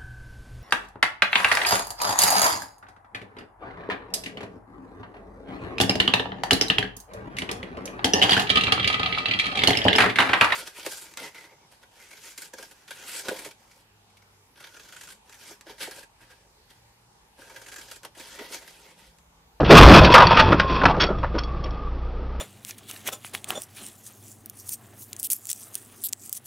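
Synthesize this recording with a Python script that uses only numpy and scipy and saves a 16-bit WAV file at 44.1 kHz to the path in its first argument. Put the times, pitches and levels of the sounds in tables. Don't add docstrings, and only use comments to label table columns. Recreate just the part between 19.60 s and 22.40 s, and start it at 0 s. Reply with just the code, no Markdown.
import sys
import numpy as np
from scipy import signal
from scipy.fft import rfft, irfft, next_fast_len
from scipy.io import wavfile
from scipy.ndimage import uniform_filter1d, map_coordinates

SR = 44100
rng = np.random.default_rng(int(sys.argv[2]) if len(sys.argv) > 2 else 0)


def to_wav(s):
    ch = np.atleast_2d(s).T
    pcm = np.round(np.clip(ch, -1, 1) * 32767)
    wavfile.write(sys.argv[1], SR, pcm.astype(np.int16))


def amplitude_ratio(level_db):
    exponent = np.asarray(level_db, float) / 20
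    return 10 ** exponent


N = 123479
T = np.arange(N) / SR


def unit(x):
    return x / np.sqrt(np.mean(x ** 2) + 1e-20)


def curves(rows):
    s, *cols = np.transpose(rows)
    return [np.interp(T, s, c) for c in cols]


def wobble(rate):
    return map_coordinates(rng.standard_normal(int(3 * rate) + 4), [T * rate])


def colour(x, points):
    m = next_fast_len(N + 8192)
    f, db = np.transpose(points)
    log_hz = np.log(np.fft.rfftfreq(m, 1 / SR) + 1)
    gain = amplitude_ratio(np.interp(log_hz, np.log(f + 1), db))
    return irfft(rfft(x, m) * gain, m)[..., :N]


def ring(x, hz, q):
    return signal.lfilter(*signal.iirpeak(hz, q, SR), x)


def add(track, s, sound):
    part = track[round(s * SR):][:len(sound)]
    part += sound[:len(part)]


def grainy(points, per_s, spread_db, smooth):
    struck = rng.random(N) < per_s / SR
    strength = amplitude_ratio(spread_db * np.minimum(rng.exponential(size=N), 3.5))
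    hail = struck * strength * rng.standard_normal(N)
    return unit(colour(unit(hail) + smooth * rng.standard_normal(N), points))


def crash():
    # (time [s], boom of the body [dB], crumpling panels [dB], tearing and shattering [dB])
    force = [(0, -29.5, -16, -67), (.04, -13, -17.5, -45), (.09, -20.5, -22.5, -20), (.115, 0.5, 5, -7.5),
             (.17, -2, 3.5, 3), (.22, -1, 6, 1.5), (.3, 2, 3.5, -6), (.36, -2, -1.5, -3),
             (.395, -11, -5, -9.5), (.425, -6, -13.5, -19.5), (.47, -20, -14, -17),
             (.53, -17, -21.5, -21.5), (.7, -19, -23, -19.5), (.95, -19, -19.5, -25),
             (1.05, -27.5, -32, -33), (1.2, -32, -27, -25), (1.26, -18.5, -18.5, -42),
             (1.33, -25, -26.5, -48), (1.5, -35, -27, -53), (1.57, -34.5, -35.5, -46.5),
             (2.15, -38, -47, -54), (2.8, -58, -42, -59)]
    # (frequency [Hz], relative density [dB per Hz])
    boom_spectrum = [(12, -28.5), (30, -9.5), (60, -1), (110, -3), (170, -3.5), (400, -51.5)]
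    panel_spectrum = [(70, -41.5), (150, 1), (350, -0.5), (600, -6), (1100, -9.5), (1600, -16.5),
                      (3000, -51)]
    shard_spectrum = [(500, -25.5), (850, -8), (1100, 2.5), (1500, -3), (2200, -11.5), (2580, 0.5),
                      (2950, -12.5), (3400, -2.5), (3900, -16.5), (4500, -12), (5000, -16), (5500, -16.5),
                      (6800, -34.5)]
    boom_db, panels_db, shards_db = curves(force)
    boom = grainy(boom_spectrum, per_s=60, spread_db=1.5, smooth=1.55)
    boom = amplitude_ratio(boom_db + 1.37 * wobble(15.6)) * boom
    panels = grainy(panel_spectrum, per_s=700, spread_db=3.5, smooth=0.87)
    panels = amplitude_ratio(panels_db + 2.5 * wobble(44.63)) * panels
    shards = grainy(shard_spectrum, per_s=1400, spread_db=3, smooth=1.0)
    shards = amplitude_ratio(shards_db + 2.46 * wobble(60.56)) * shards
    return boom + panels + shards


def idle():
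    # (time [s], frequency [Hz])
    strongest_order = [(1.55, 58.6), (2.704, 57.86), (2.734, 63), (2.8, 65)]
    # (multiple of firing rate [1], rms level [dB])
    orders = [(1, -33.5), (2, -31), (3, -45.5), (4, -46), (5, -49.5), (6, -63.5)]
    # (frequency [Hz], relative density [dB per Hz])
    floor_spectrum = [(53, -21.5), (90, -6), (351, -4), (377, -4.5), (493, -2.5), (569, -9), (859, -10),
                      (1070, -15.5), (4380, -30), (6500, -34.5), (8450, -82), (14300, -120)]
    floor_db = -38
    phase = np.pi * np.cumsum(curves(strongest_order)[0]) / SR
    engine = np.zeros(N)
    for k, db in orders:
        level = np.sqrt(2) * amplitude_ratio(db + 2.5 * wobble(27))
        engine += level * np.cos(k * phase + 0.9 * wobble(8.7))
    noise = grainy(floor_spectrum, per_s=900, spread_db=1.0, smooth=2.74)
    noise_level = amplitude_ratio(floor_db + 0.8 * wobble(4.4) + 0.43 * np.cos(phase))
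    return engine + noise_level * noise


def knocks():
    # (time [s], level [dB], pitch [Hz], contact length [s], edge level over body [dB])
    contacts = [(.004, -17.5, 470, 0.008, -19), (.047, -26, 2700, 0.018, -3.5),
                (.1, -2.5, 392, 0.0057, -16), (.108, 5, 367, 0.027, -11.5), (0.414, -3.5, 590, 0.002, -21),
                (0.446, -12, 500, .008, -1.5), (0.502, -10.5, 340, 0.0047, -9), (0.54, 3, 1283, .014, -7.5),
                (0.567, -12.5, 1040, 0.0066, -32), (0.58, 1.5, 1050, .007, -19),
                (0.6, -5.5, 1090, 0.011, -9), (0.621, -2.5, 833, 0.01, -25),
                (0.708, -13, 926, 0.023, -12.5), (0.771, -13.5, 1334, 0.022, -1.5),
                (0.793, -8, 1345, 0.01, -2), (0.922, -10.5, 1220, 0.0044, -62),
                (0.944, -21.5, 350, .01, -36.5), (0.998, -15.5, 1444, 0.004, -1),
                (1.042, -24.5, 507, 0.0047, -31), (1.097, -21, 333, 0.011, -8.5),
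                (1.214, -20, 1490, 0.0049, -19.5), (1.235, -15, 863, 0.0056, -12),
                (1.254, -6, 1275, 0.0032, -11), (1.258, -7.5, 1120, 0.0044, -15),
                (1.283, -18, 830, 0.029, -12), (1.344, -25.5, 1070, .008, -27),
                (1.365, -23, 466, 0.023, -20.5), (1.399, -24.5, 1375, 0.043, 1.5),
                (1.488, -24, 405, 0.029, -38), (1.499, -40.5, 1204, .03, -18.5),
                (1.631, -23.5, 950, 0.016, -27), (1.644, -35, 1500, .01, -23),
                (1.741, -27.5, 315, 0.028, -26), (1.748, -33.5, 1100, 0.014, -32),
                (1.782, -29.5, 1240, 0.0084, -2), (2.043, -32.5, 347, 0.023, -10.5)]
    attack_s, strike_db, strike_s = 0.0004, 4, 0.003
    decay_t60, body_q = 0.061, 2.2
    edge_hz, edge_q = 2650, 2
    dash_hz, dash_q, dash_db = 568, 5, -6.5
    out, t = np.zeros(N), T[:SR // 6]
    lumps = amplitude_ratio(2 * wobble(300))
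    for s, db, hz, length, edge_db in contacts:
        body_force, edge_force, dash_force = rng.standard_normal((3, len(t)))
        attack = np.minimum(t / attack_s, 1)
        strike = strike_db * np.exp(-t / strike_s)
        decay = -60 * np.maximum(t - length, 0) / decay_t60
        shape = attack * amplitude_ratio(strike + decay)
        body = unit(ring(ring(body_force, hz, body_q), hz, body_q / 2))
        edge = unit(ring(edge_force, edge_hz, edge_q))
        dash = unit(ring(dash_force, dash_hz, dash_q))
        add(out, s, amplitude_ratio(db) * shape * (body + amplitude_ratio(edge_db) * edge + amplitude_ratio(dash_db) * dash))
    return out * lumps


def clinks():
    # (time [s], level [dB], chatter length [s], ring t60 [s])
    impacts = [(0.039, -43, .012, .03), (0.361, -11, .008, 0.01), (0.436, -12, .03, 0.011),
               (0.521, -23, .003, 0.024), (0.525, -12, .005, 0.025), (0.67, -11, .003, 0.026),
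               (0.797, -22.5, .01, 0.092), (1.003, -32, .012, 0.015), (1.08, -36, .105, 0.012),
               (1.403, -16, 0.038, 0.031), (1.466, -36.5, .015, 0.023), (1.586, -39, .003, 0.048),
               (1.787, -18, .008, 0.013), (1.836, -27, .003, 0.061), (2.04, -33.5, .004, .03),
               (2.108, -44, .003, 0.028)]
    # (frequency [Hz], level [dB])
    hard_modes = [(3354, -4), (3784, -17), (4210, -23), (4500, -1.5), (4689, -14), (5426, -6), (6336, -11)]
    chatter_per_s, chatter_db = 1100, -3
    tick_db, tick_t60 = 1, 0.006
    out, t = np.zeros(N), T[:SR // 8]
    for s, db, length, t60 in impacts:
        chance = rng.random(len(t))
        strength, hiss = rng.standard_normal((2, len(t)))
        mode_offsets_db = rng.normal(0, 3.2, len(hard_modes))
        chatter = (chance < chatter_per_s / SR) * (t < length) * strength * amplitude_ratio(chatter_db)
        blows = chatter + (t == 0)
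        modes = np.zeros(len(t))
        for (hz, level), offset_db in zip(hard_modes, mode_offsets_db):
            modes += amplitude_ratio(level + offset_db - 60 * t / t60) * np.sin(2 * np.pi * hz * t)
        tick = amplitude_ratio(tick_db - 60 * t / tick_t60) * hiss
        add(out, s, amplitude_ratio(db) * signal.fftconvolve(blows, modes + tick))
    return out


def cabin(x):
    t60, tail_db = 0.16, -16
    t = T[:SR // 4]
    tail = ring(rng.standard_normal(len(t)), 1100, 0.28) * amplitude_ratio(-60 * t / t60)
    tail = tail * (t > 0.002)
    return x + amplitude_ratio(tail_db) * signal.fftconvolve(x, tail / np.linalg.norm(tail))[:N]


def swings():
    # (time [s], level [dB], frequency [Hz], t60 [s])
    oscillations = [(.205, 7.5, 51.9, 0.34), (.25, 12, 67.8, .3), (.3, 10, 66, .25), (.31, 4, 102.1, 0.31),
                    (.405, -5.5, 62, 0.28)]
    out, t = np.zeros(N), T[:SR // 2]
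    for s, db, hz, t60 in oscillations:
        add(out, s, amplitude_ratio(db - 60 * t / t60) * np.sin(2 * np.pi * hz * t))
    return out


def squeal():
    # (time [s], pitch [Hz], level [dB], waver before its share is taken [Hz])
    skid = [(.4, 1006, -20.5, 33.7), (.55, 973, -13, 32.2), (.75, 944, -25.5, 42), (.8, 890, -14, 9.5),
            (.88, 890, -20, 14.5), (.92, 1043, -41.5, 17.1), (1.0, 1080, -26.5, 14.6),
            (1.12, 1050, -21.5, 17.3), (1.2, 1048, -29.5, 33.3), (1.5, 1290, -35.5, 61),
            (1.6, 1274, -44.5, 31), (1.88, 1170, -40.5, 69), (1.91, 1176, -40, 65), (2.05, 1174, -44.5, 65),
            (2.16, 1192, -44, 70), (2.27, 1193, -43, 81), (2.32, 1230, -53.5, 62), (2.8, 1242, -51, 70)]
    waver_share, blur_share = 0.35, 1.6
    blur_rate = 160
    hz, db, waver = curves(skid)
    deviation = waver_share * waver * (wobble(150) + 1.206 * wobble(22))
    phase = 2 * np.pi * np.cumsum(hz + deviation) / SR
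    blur = blur_share * (wobble(blur_rate) + 1j * wobble(blur_rate)) * waver / waver.max()
    level = amplitude_ratio(db + 2 * wobble(70)) * (T > 0.38)
    return level * np.imag((1 + blur) * np.exp(1j * phase))


def scene():
    loose = cabin(knocks() + clinks())
    mono = crash() + swings() + loose + squeal() + idle()
    return np.array([mono, mono])


def roll_off(x):
    return signal.sosfilt(signal.butter(12, 15680, fs=SR, output="sos"), x)


def record(dry):
    # (frequency [Hz], gain [dB])
    mic_response = [(4, -13.5), (20, -1), (5600, -3), (6600, -14), (7500, -91), (20000, -74)]
    # (frequency [Hz], gain [dB])
    output_response = [(3, -12.5), (12, 1.5), (200, -0.5), (1200, 1), (5200, -2), (7000, -9.5), (15000, -7)]
    # (frequency [Hz], relative density [dB])
    grit_spectrum = [(30, -35), (300, -13), (1500, -3), (4000, -8), (6000, -8.5), (7500, -21)]
    ceiling, hardness = 0.71, 10.6
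    leak_db, grit_db, offset = -39.5, -17.5, 0.0038
    x = colour(dry, mic_response)
    clipped = x / (1 + np.abs(x / ceiling) ** hardness) ** (1 / hardness)
    x = clipped + amplitude_ratio(leak_db) * x
    power = uniform_filter1d(x ** 2, size=300)
    x = x + amplitude_ratio(grit_db) * power * unit(colour(rng.standard_normal(N), grit_spectrum))
    x = colour(x, output_response + [(15680, -18), (15740, -90)])
    x = x + offset
    return roll_off(np.clip(x, -1, 1))


dry = scene()
out = record(dry)
to_wav(out)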